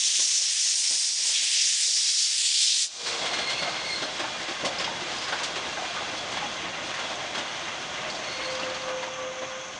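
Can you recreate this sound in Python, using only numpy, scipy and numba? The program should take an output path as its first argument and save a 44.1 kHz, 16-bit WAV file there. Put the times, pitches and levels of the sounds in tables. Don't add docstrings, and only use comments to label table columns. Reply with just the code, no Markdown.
import sys
import numpy as np
from scipy import signal
from scipy.fft import rfft, irfft, next_fast_len
from scipy.io import wavfile
from scipy.ndimage import uniform_filter1d
from numba import njit

SR = 44100
rng = np.random.default_rng(int(sys.argv[2]) if len(sys.argv) > 2 else 0)


def wav_out(sig):
    wavfile.write(sys.argv[1], SR, np.round(np.clip(np.atleast_2d(sig).T, -1, 1) * 32767).astype(np.int16))


N = 431738
TIME = np.arange(N) / SR
PADDED = next_fast_len(N + SR // 2, real=True)
BIN_HZ = np.maximum(np.fft.rfftfreq(PADDED, 1 / SR), 1)

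# (time [s], level [dB], bass [dB], treble [dB])
PASS_BY = [(0, -1, -7, -5), (2.8, -2, -7.5, 5), (3.08, 0.5, -5.5, 9), (3.35, 1, -4, 3),
           (3.95, -0.5, -1, 4.5), (4.5, -0.5, -0.5, 2), (4.85, 0.7, 0.5, 1.5), (5.6, 0.5, -1.5, 1.5),
           (6.4, 0.45, 0.5, 0), (7.3, .5, -2, -0.5), (7.85, -1, 0, -1.5), (8.25, 0.4, -1, 0),
           (8.62, 0.4, -0.5, -2.5), (9.2, -4, -1, -3), (9.78, -4, 0.5, -2.5)]
# (frequency [Hz], width [Hz], lift [dB])
STEEL_MODES = [(339, 69, 3), (527, 56, 3.5), (620, 36, 3.5), (718, 34, 4), (796, 33, 1), (1079, 77, 4.5),
               (1584, 190, 3), (2070, 98, 5), (2730, 170, 2), (3280, 150, 3)]


def steam(shut_s=2.888, closing_s=0.055, note_width_hz=1170, ground_lag_s=0.000308, ground_fade_s=1):
    # (frequency [Hz], density [dB])
    spectrum = [(400, -54), (1000, -28), (1400, -21.5), (1800, -11.5), (2400, -7.5), (3400, -2.5),
                (4200, -3.5), (5400, -4), (6900, -4), (8000, -6.5), (9200, -9.5), (10000, -16.5),
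                (10600, -29)]
    # (centre time [s], length [s], depth [dB])
    chokes = [(0.543, 0.2, 1), (1.138, 0.25, 4), (1.453, 0.48, 1), (2.387, 0.19, 0.7)]
    # (centre time [s], length [s], pitch [Hz], width [octaves], level [dB])
    surges = [(0.077, 0.61, 3380, 0.53, -13.5), (.22, 0.93, 6750, .13, -16), (0.676, 0.2, 6600, .15, -12),
              (.9, 1, 8700, 0.13, -17), (1.297, 0.15, 7300, 0.35, -10), (1.357, 0.11, 3060, 0.96, -11),
              (1.508, 0.9, 2760, 1, -9.5), (1.69, .25, 6300, 0.23, -9), (1.84, .16, 2500, 0.22, -23),
              (2.05, 1, 4260, 0.4, -13), (2.46, .24, 7640, 0.18, -11.5), (2.493, 0.61, 3420, 0.67, -10.5),
              (2.69, 0.58, 4100, 0.65, -6), (2.797, 0.13, 6950, 0.44, -11)]
    # (time [s], pitch [Hz], level [dB])
    outlet_note = [(0, 5750, -9.5), (.33, 5850, -9), (.45, 5530, -8), (.68, 5670, -11.5), (.95, 5445, -10),
                   (1.2, 5420, -9), (1.42, 5350, -16), (1.6, 5360, -8.5), (1.8, 5540, -15),
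                   (1.98, 5480, -8), (2.25, 5210, -11.5), (2.42, 4820, -15), (2.66, 5120, -9.5),
                   (2.84, 5460, -21)]
    flutter_db, sputter_db = 0.5 * walk(15), 0.46 * walk(130)
    flow_db = flutter_db + sputter_db - sum(swell(*row) for row in chokes)
    eddies, timbre, jet = rng.standard_normal(N), colour(spectrum), 0
    for db, band in zip((-15.5, -9, -15), three_bands(4290, 7170)):
        flicker_db = 1.04 * walk(16) + 0.4 * walk(5.04)
        jet += unit(shaped(eddies, band ** 2 * timbre)) * undb(db + flicker_db)
    for s, length, hz, octaves, db in surges:
        surge = unit(shaped(rng.standard_normal(N), bell(BIN_HZ, hz, octaves) * timbre))
        jet += surge * swell(s, length, undb(db))
    note_hz, note_db = curves(outlet_note)
    jet += gliding_noise(note_hz, note_width_hz) * undb(note_db)
    ground_gain = 0.12 * np.clip(1 - TIME / ground_fade_s, 0, 1)
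    jet += ground_gain * np.interp(TIME - ground_lag_s, TIME, jet)
    opening = np.clip((shut_s - TIME) / closing_s, 0, 1)
    return yard(jet * undb(flow_db) * opening, t60=0.87, wet_db=-17.5, damp_hz=7400)


def rolling(steel, grit=0.34, bass_hz=260):
    level_db, bass_db, treble_db = curves(PASS_BY)
    judder_db = 0.5 * walk(27)
    contact = rng.standard_normal(N) + grit * grains(rate=1200)
    bands_db = (-40.5, -37, -42.5 + treble_db)
    out = 0
    for db, band in zip(bands_db, three_bands(950, 3380)):
        flicker_db = walk(12.3)
        out += unit(shaped(contact, steel * band ** 2)) * undb(db + level_db + judder_db + flicker_db)
    return out + shaped(out, below(bass_hz, order=8)) * (undb(bass_db) - 1)


def knocks(steel, rise_s=0.0037, decay_s=0.026, halving_db=40, lowest_hz=170, ring_db=-5.5):
    # (time [s], level [dB], brightness [dB/octave])
    joints = [(.191, -18.5, -2), (.411, -19, 3), (.65, -26, -2), (0.905, -22, -7), (1.187, -26, -4.5),
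              (1.245, -20, 0.5), (1.292, -19, 0.5), (1.419, -27, -4), (1.561, -34, -7), (1.87, -32, -10),
              (3.06, -26, 2.5), (3.211, -32, -3), (3.253, -26, 1), (3.332, -25.5, 0.5),
              (3.383, -26.5, -0.5), (3.494, -24.5, 1), (3.621, -25, -2), (3.672, -31.5, -2.5),
              (4.02, -25.5, -1.5), (4.192, -25, -1.5), (4.48, -28.5, -2.5), (4.635, -31, -9),
              (4.647, -23.5, 3.5), (4.795, -25, -1.5), (5.28, -27.5, 0.5), (5.322, -26, -1.5),
              (5.384, -31.5, 1.5), (5.432, -25.5, 6.5), (5.556, -26, -1), (6.315, -31, 0),
              (6.368, -30.5, -3), (6.938, -32, 2), (6.988, -30.5, -0.5), (7.346, -28.5, -0.5),
              (7.379, -32, 0.5), (8.507, -33, -1), (8.621, -30.5, -1.5), (8.881, -30, -4.5),
              (9.023, -31, -2), (9.416, -32, -6)]
    out, t = np.zeros(N), TIME[:SR // 4]
    contact = rng.standard_normal(N) + 0.23 * grains(rate=1600)
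    shaking = shaped(contact, steel * (1 - below(lowest_hz)))
    octaves = np.log2(np.clip(np.fft.rfftfreq(len(t), 1 / SR), 400, 7000) / 1000)
    blows = [(s, db, bright, decay_s * .5 ** (bright / halving_db)) for s, db, bright in joints]
    blows += clinks()
    chances = rng.standard_normal((100, 2, len(STEEL_MODES)))
    for (s, db, bright, decay), chance in zip(blows, chances):
        piece = shaking.take(int(s * SR) + np.arange(len(t)), mode="wrap")
        rattle = unit(irfft(rfft(piece) * undb(bright * octaves), len(t))) * np.exp(-t / decay)
        blow = rattle + undb(ring_db) * clang(t, chance, bright)
        add(out, s, undb(db) * blow * (1 - np.exp(-t / rise_s)))
    return yard(out, t60=0.56, wet_db=-7.5, damp_hz=4000)


def clang(t, chance, brightness, spread_db=4, detune=0.02):
    hz, width, lift_db = np.transpose(STEEL_MODES)
    size = undb(lift_db + (brightness - 0.5) * np.log2(hz / 1000) + spread_db * chance[0])
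    pole = 2j * np.pi * hz * (1 + detune * chance[1]) - 0.99 * np.pi * width
    ring = size @ np.exp(pole[:, None] * t).imag
    return ring / np.sqrt(np.sum(size ** 2) / 2)


def clinks(count=60, per_s=3.7, level_db=-42.5, decay_s=0.028):
    shift, size, tone = rng.standard_normal((count, 3)).T
    times = np.abs(np.arange(count) + .5 * shift) / per_s
    levels_db = level_db + 1.5 * size + np.interp(times, TIME, curves(PASS_BY)[0])
    brightness = -2.5 + 2 * tone
    return [(s, db, b, decay_s) for s, db, b in zip(times, levels_db, brightness) if s < TIME[-1]]


def clanks(bounce_s=.013, bounce_db=-7.5, modes=7, spread_octaves=0.303, ring_db=-3.5, rattle_db=-3):
    # (time [s], pitch [Hz], level [dB])
    strikes = [(3.215, 695, -33), (3.305, 755, -30.5), (3.622, 592, -26), (3.662, 1350, -27),
               (3.7, 720, -36), (4.235, 806, -26.5), (4.24, 1570, -32), (4.395, 1793, -30),
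               (4.636, 555, -29.5), (4.649, 639, -24), (4.653, 1620, -34), (4.653, 4470, -29),
               (4.8, 2185, -30), (4.84, 3270, -26), (4.875, 857, -26), (5.32, 1650, -25),
               (5.325, 810, -28.5), (5.4, 960, -31), (5.769, 1450, -29), (5.775, 773, -29),
               (5.82, 725, -28.5), (5.965, 1360, -28), (6.01, 784, -26.5), (6.37, 1550, -38),
               (6.42, 850, -27), (6.94, 1994, -30), (6.985, 1340, -32), (7.245, 646, -32),
               (7.35, 2780, -31), (7.381, 3260, -33), (8.055, 654, -33), (8.555, 950, -34),
               (8.595, 1090, -31), (8.66, 1600, -33), (9.03, 1920, -33)]
    out, t = np.zeros(N), TIME[:4096]
    rattle_shape = impact(t, rise_s=0.0024, decay_s=0.01)
    ring_shape = impact(t, rise_s=0.0024, decay_s=0.018)
    taper = np.hanning(modes + 2)[1:-1]
    for s, hz, db in strikes:
        offsets = np.linspace(-1, 1, modes) + rng.standard_normal(modes) / modes
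        mode_hz = hz * 2 ** (spread_octaves * offsets)
        waves = np.sin(2 * np.pi * mode_hz[:, None] * t)
        for bounce in range(4):
            ring = undb(ring_db) * unit((rng.standard_normal(modes) * taper) @ waves) * ring_shape
            rattle = undb(rattle_db) * burst(hz, octaves=.7, shape=rattle_shape)
            delay_s = bounce_s * (bounce + (rng.random() - .5) * (bounce > 0))
            add(out, s + delay_s, undb(db + bounce * bounce_db) * (ring + rattle))
    return yard(out, t60=0.42, wet_db=-6.5, damp_hz=4000)


def thuds():
    # (time [s], pitch [Hz], width [octaves], level [dB])
    booms = [(0.189, 333, .45, -31), (0.906, 270, 0.97, -32), (3.211, 200, 0.87, -43),
             (3.615, 200, 0.95, -40.5), (3.94, 330, .15, -46), (4.017, 320, 0.36, -37),
             (4.205, 330, 0.13, -37.5), (4.48, 328, .15, -40), (4.627, 220, .9, -37),
             (4.649, 200, 0.59, -42), (5.015, 327, .15, -38.5), (5.565, 330, .15, -40),
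             (6.131, 327, 0.11, -42), (6.63, 327, 0.13, -40.5), (6.84, 335, 0.13, -44),
             (7.37, 280, 0.74, -42), (7.625, 332, 0.14, -42), (8.618, 240, .6, -42.5)]
    out = np.zeros(N)
    shape = impact(TIME[:SR // 5], rise_s=0.0024, decay_s=0.026)
    for s, hz, octaves, db in booms:
        add(out, s, undb(db) * burst(hz, octaves, shape / shape.max()))
    return out


def flange(rise_s=0.034, fall_s=0.033, wander=.004, hop=.037, rasp_db=-7.5, rasp_width_hz=170):
    # (start [s], length [s], pitch [Hz], level [dB], lift of even partials [dB])
    squeals = [(3.197, 0.16, 2122, -41, 0), (3.3, 0.245, 2114, -36, 2), (3.563, 0.12, 2125, -37, 4),
               (3.65, 0.18, 2120, -38, -7), (3.829, 0.16, 2126, -35.5, 5), (3.98, 0.082, 2110, -41, 4),
               (6.116, 0.117, 2160, -52, 8.5), (8.257, 0.27, 2160, -42, -1)]
    harmonics_db = [-3, -2.5, -15, -20]
    bite = 0
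    for s, length, _, db, _ in squeals:
        ramps = np.minimum((TIME - s) / rise_s, (s + length - TIME) / fall_s)
        bite += undb(db) * np.clip(ramps, 0, 1)
    bite *= undb(1.5 * walk(20))
    hz, even_db = curves([(s + length / 2, pitch, lift) for s, length, pitch, _, lift in squeals])
    partials_db = [db + k % 2 * even_db for k, db in enumerate(harmonics_db)]
    rasp = gliding_noise(hz, rasp_width_hz) + gliding_noise(2 * hz, 2 * rasp_width_hz)
    pitch = hz * (1 + wander * walk(22) + hop * (walk(24) > 1))
    squeal = friction(pitch, bite, partials_db, jitter=0.0135, jitter_hz=283, waver_db=3, waver_hz=45.2)
    return squeal + rasp * bite * undb(rasp_db)


def brake(groan_hz=523.6, sag_hz=7.7, wheel_db=-5):
    # (time [s], level [dB])
    drag = [(7.9, -68), (8.02, -55.5), (8.28, -52.5), (8.44, -44), (8.52, -38.5), (8.59, -46),
            (8.66, -39.5), (8.73, -49), (8.84, -45.5), (8.9, -37.5), (8.97, -43.5), (9.09, -45), (9.2, -41),
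            (9.3, -40), (9.33, -52), (9.385, -40), (9.44, -47), (9.53, -41.5), (9.78, -59.5)]
    partials_db = [4.5, -1, -9, -21]
    pressure = undb(curves(drag)[0]) * (TIME > drag[0][0])
    hz = groan_hz - sag_hz * pressure / pressure.max()
    wheel = narrow_noise(hz=1150, width=14) * pressure * undb(wheel_db)
    groan = friction(hz, pressure, partials_db, jitter=0.006, jitter_hz=51.5, waver_db=1.6, waver_hz=13.1)
    return groan + wheel


def friction(hz, strength, partials_db, jitter, jitter_hz, waver_db, waver_hz):
    phase = 2 * np.pi * np.cumsum(hz * (1 + jitter * walk(jitter_hz))) / SR
    tone = sum(np.sin(k * phase) * undb(db + waver_db * walk(waver_hz))
               for k, db in enumerate(partials_db, 1))
    return yard(unit(tone) * strength, t60=0.19, wet_db=-3, damp_hz=6900)


def chirps(length_s=0.0202, decay_s=0.014, glide=0.098, jitter=0.042):
    # (time [s], pitch [Hz], level [dB], scratch relative to tone [dB])
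    slips = [(4.784, 5100, -29.5, -8), (4.811, 5060, -34, -6), (4.843, 5110, -31, -7),
             (5.183, 5100, -32.5, -10), (5.215, 5150, -39, -6), (5.241, 5130, -33, -8),
             (8.099, 4450, -34.5, 1), (8.149, 4480, -38, 1), (8.197, 4450, -45, 2), (8.242, 4440, -38.5, 0),
             (8.292, 4350, -44, 2), (8.445, 4360, -41, 2), (8.5, 4480, -38.5, 1), (8.551, 4530, -37, 1),
             (8.597, 4400, -38, 2), (8.648, 4400, -38, 1), (8.697, 4550, -39.5, 0), (8.744, 4400, -37, 0),
             (8.815, 4300, -43, -1)]
    out, n = np.zeros(N), int(length_s * SR)
    wobble, sweep = jitter * walk(700), glide * np.linspace(-.5, .5, n)
    shape = signal.windows.tukey(n, .15) * np.exp(-TIME[:n] / decay_s)
    for s, hz, db, scratch_db in slips:
        cycles = np.cumsum(hz * (1 + sweep + wobble[int(s * SR):][:n])) / SR
        tone = unit(np.sin(2 * np.pi * cycles)) * shape
        scratch = undb(scratch_db) * burst(hz, octaves=0.64, shape=shape)
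        add(out, s, undb(db) * (tone + scratch))
    return yard(out, t60=0.25, wet_db=-7, damp_hz=7000)


def squeaks(jitter=0.052):
    # (start [s], pitch [Hz], level [dB], length [s])
    tones = [(0.601, 923, -47, 0.96), (1.335, 3570, -13, .045), (2.95, 477, -46, 0.27),
             (3.17, 484.5, -51.5, 0.38), (3.533, 2620, -41, 0.088)]
    out, wobble = np.zeros(N), jitter * walk(500)
    for s, hz, db, length in tones:
        n = int(length * SR)
        cycles = np.cumsum(hz * (1 + wobble[int(s * SR):][:n])) / SR
        add(out, s, undb(db) * unit(np.sin(2 * np.pi * cycles) * signal.windows.tukey(n, .5)))
    return out


def scrapes():
    # (start [s], length [s], pitch [Hz], width [octaves], level [dB])
    rubs = [(3.099, .62, 3365, 0.02, -42), (3.21, 0.14, 690, .15, -43), (3.655, 0.06, 720, 0.14, -33),
            (5.74, .26, 730, 0.13, -46), (5.85, 1.5, 3360, .016, -51), (6.18, .12, 650, 0.33, -42),
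            (7.02, 0.36, 680, 0.3, -43), (8.616, .036, 2830, 0.12, -35), (8.88, 0.17, 800, 0.58, -45),
            (9.014, 0.095, 950, 0.11, -39)]
    out = np.zeros(N)
    for s, length, hz, octaves, db in rubs:
        add(out, s, undb(db) * burst(hz, octaves, signal.windows.tukey(int(length * SR), .5)))
    return out


def whine(passing_s=(3, 9.8)):
    # (pitch [Hz], nominal width [Hz], first level [dB], last level [dB])
    tones = [(767, 16, -54.5, -57), (1232, 10, -56, -50), (1450, 9.6, -59.5, -56),
             (2412, 6.6, -49.5, -57.5), (2765, 12, -51.5, -60), (3368, 10, -46.5, -54),
             (5670, 280, -53.5, -52), (6240, 75, -52.5, -49.5), (6700, 380, -55, -53)]
    return sum(narrow_noise(hz, width) * undb(np.interp(TIME, passing_s, [first_db, last_db]))
               for hz, width, first_db, last_db in tones)


def steel_response():
    # (frequency [Hz], density [dB])
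    spectrum = [(25, -20), (50, -11), (95, -7), (140, -3), (440, -5), (600, -0.5), (900, -0.5), (1350, -1),
                (2500, -1.5), (3600, 1), (4800, -2), (6800, -8.5), (8000, -14), (9600, -22.5), (10600, -38)]
    peaks = sum((undb(db) - 1) / (1 + 2j * (BIN_HZ - hz) / width) for hz, width, db in STEEL_MODES)
    return colour(spectrum) * (1 + peaks)


def yard(x, t60, wet_db, damp_hz):
    t = TIME[:SR]
    tail = rng.standard_normal(SR) * undb(-60 * t / t60) * (1 - np.exp(-t / 0.018))
    tail = signal.lfilter(*signal.butter(2, damp_hz, fs=SR), tail / np.sqrt(np.sum(tail ** 2)))
    return x + undb(wet_db) * signal.fftconvolve(x, tail)[:N]


def undb(db):
    return 10 ** (np.asarray(db) / 20)


def unit(x):
    return x / np.sqrt(np.mean(x ** 2) + 1e-18)


def add(out, s, x):
    i = max(int(s * SR), 0)
    out[i:i + len(x)] += x[:max(N - i, 0)]


def curves(table):
    s, *columns = np.transpose(table)
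    return [np.interp(TIME, s, c) for c in columns]


def swell(s, length, height):
    return height * np.cos(np.pi * np.clip((TIME - s) / length, -.5, .5)) ** 2


def impact(t, rise_s, decay_s):
    return np.exp(-t / decay_s) * (1 - np.exp(-t / rise_s))


def colour(points):
    hz, db = np.transpose(points)
    return undb(np.interp(np.log(BIN_HZ), np.log(hz), db))


def below(hz, order=4):
    return 1 / np.sqrt(1 + (BIN_HZ / hz) ** order)


def bell(bin_hz, hz, octaves):
    return np.exp(-(np.log2(bin_hz / hz) / octaves) ** 2)


def three_bands(low_hz, high_hz):
    low, lower_two = (below(hz, order=12) ** 2 for hz in (low_hz, high_hz))
    return np.sqrt([low, np.abs(lower_two - low), 1 - lower_two])


def shaped(x, gain):
    return irfft(rfft(x, PADDED) * gain, PADDED)[:N]


def walk(rate):
    values = rng.standard_normal(N // 20)
    return unit(np.interp(TIME * 2 * rate, np.arange(len(values)), values))


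def grains(rate, spread_db=1):
    size = undb(spread_db * np.minimum(rng.exponential(size=N), 5))
    return unit((rng.random(N) < rate / SR) * rng.standard_normal(N) * size)


def narrow_noise(hz, width):
    resonance = 1 / (1 + ((BIN_HZ - hz) / (0.94 * width)) ** 2)
    return unit(shaped(rng.standard_normal(N), resonance))


def gliding_noise(hz, width):
    a, b = (shaped(rng.standard_normal(N), below(width / 2, order=6)) for _ in range(2))
    phase = 2 * np.pi * np.cumsum(hz) / SR
    return unit(a * np.cos(phase) + b * np.sin(phase))


def burst(hz, octaves, shape):
    n = len(shape)
    bin_hz = np.maximum(np.fft.rfftfreq(n, 1 / SR), 1)
    noise = irfft(rfft(rng.standard_normal(n)) * bell(bin_hz, hz, octaves), n)
    return unit(noise * shape) * np.sqrt(np.mean(shape ** 2))


def scene():
    steel = steel_response()
    engine = steam() + rolling(steel) + knocks(steel) + thuds() + clanks()
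    rubbing = scrapes() + squeaks() + chirps() + flange() + brake()
    return (engine + rubbing + whine())[None]


@njit
def recover(wanted, step):
    out, cut = np.empty(len(wanted)), 0.
    for i in range(len(wanted)):
        cut = max(wanted[i], cut - step)
        out[i] = cut
    return out


def record(dry, threshold_db=-22, steepness=1.95, depth_db=20, release_db_per_s=92, top_hz=12400):
    # (frequency [Hz], gain [dB])
    top_response = [(10400, 0), (10750, -7), (11050, -32), (11400, -11.5), (11900, -11), (12400, -18)]
    power = np.abs(uniform_filter1d(dry[0] ** 2, size=SR // 20))
    heard_db = 10 * np.log10(power + 1e-12)
    cut_db = np.clip(steepness * (heard_db - threshold_db), 0, depth_db)
    ducked = dry[0] * undb(-recover(cut_db, release_db_per_s / SR))
    low_pass = signal.ellip(8, .2, 70, top_hz, fs=SR, output="sos")
    return signal.sosfilt(low_pass, shaped(ducked, colour(top_response))[None])


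dry = scene()
out = record(dry)
wav_out(out)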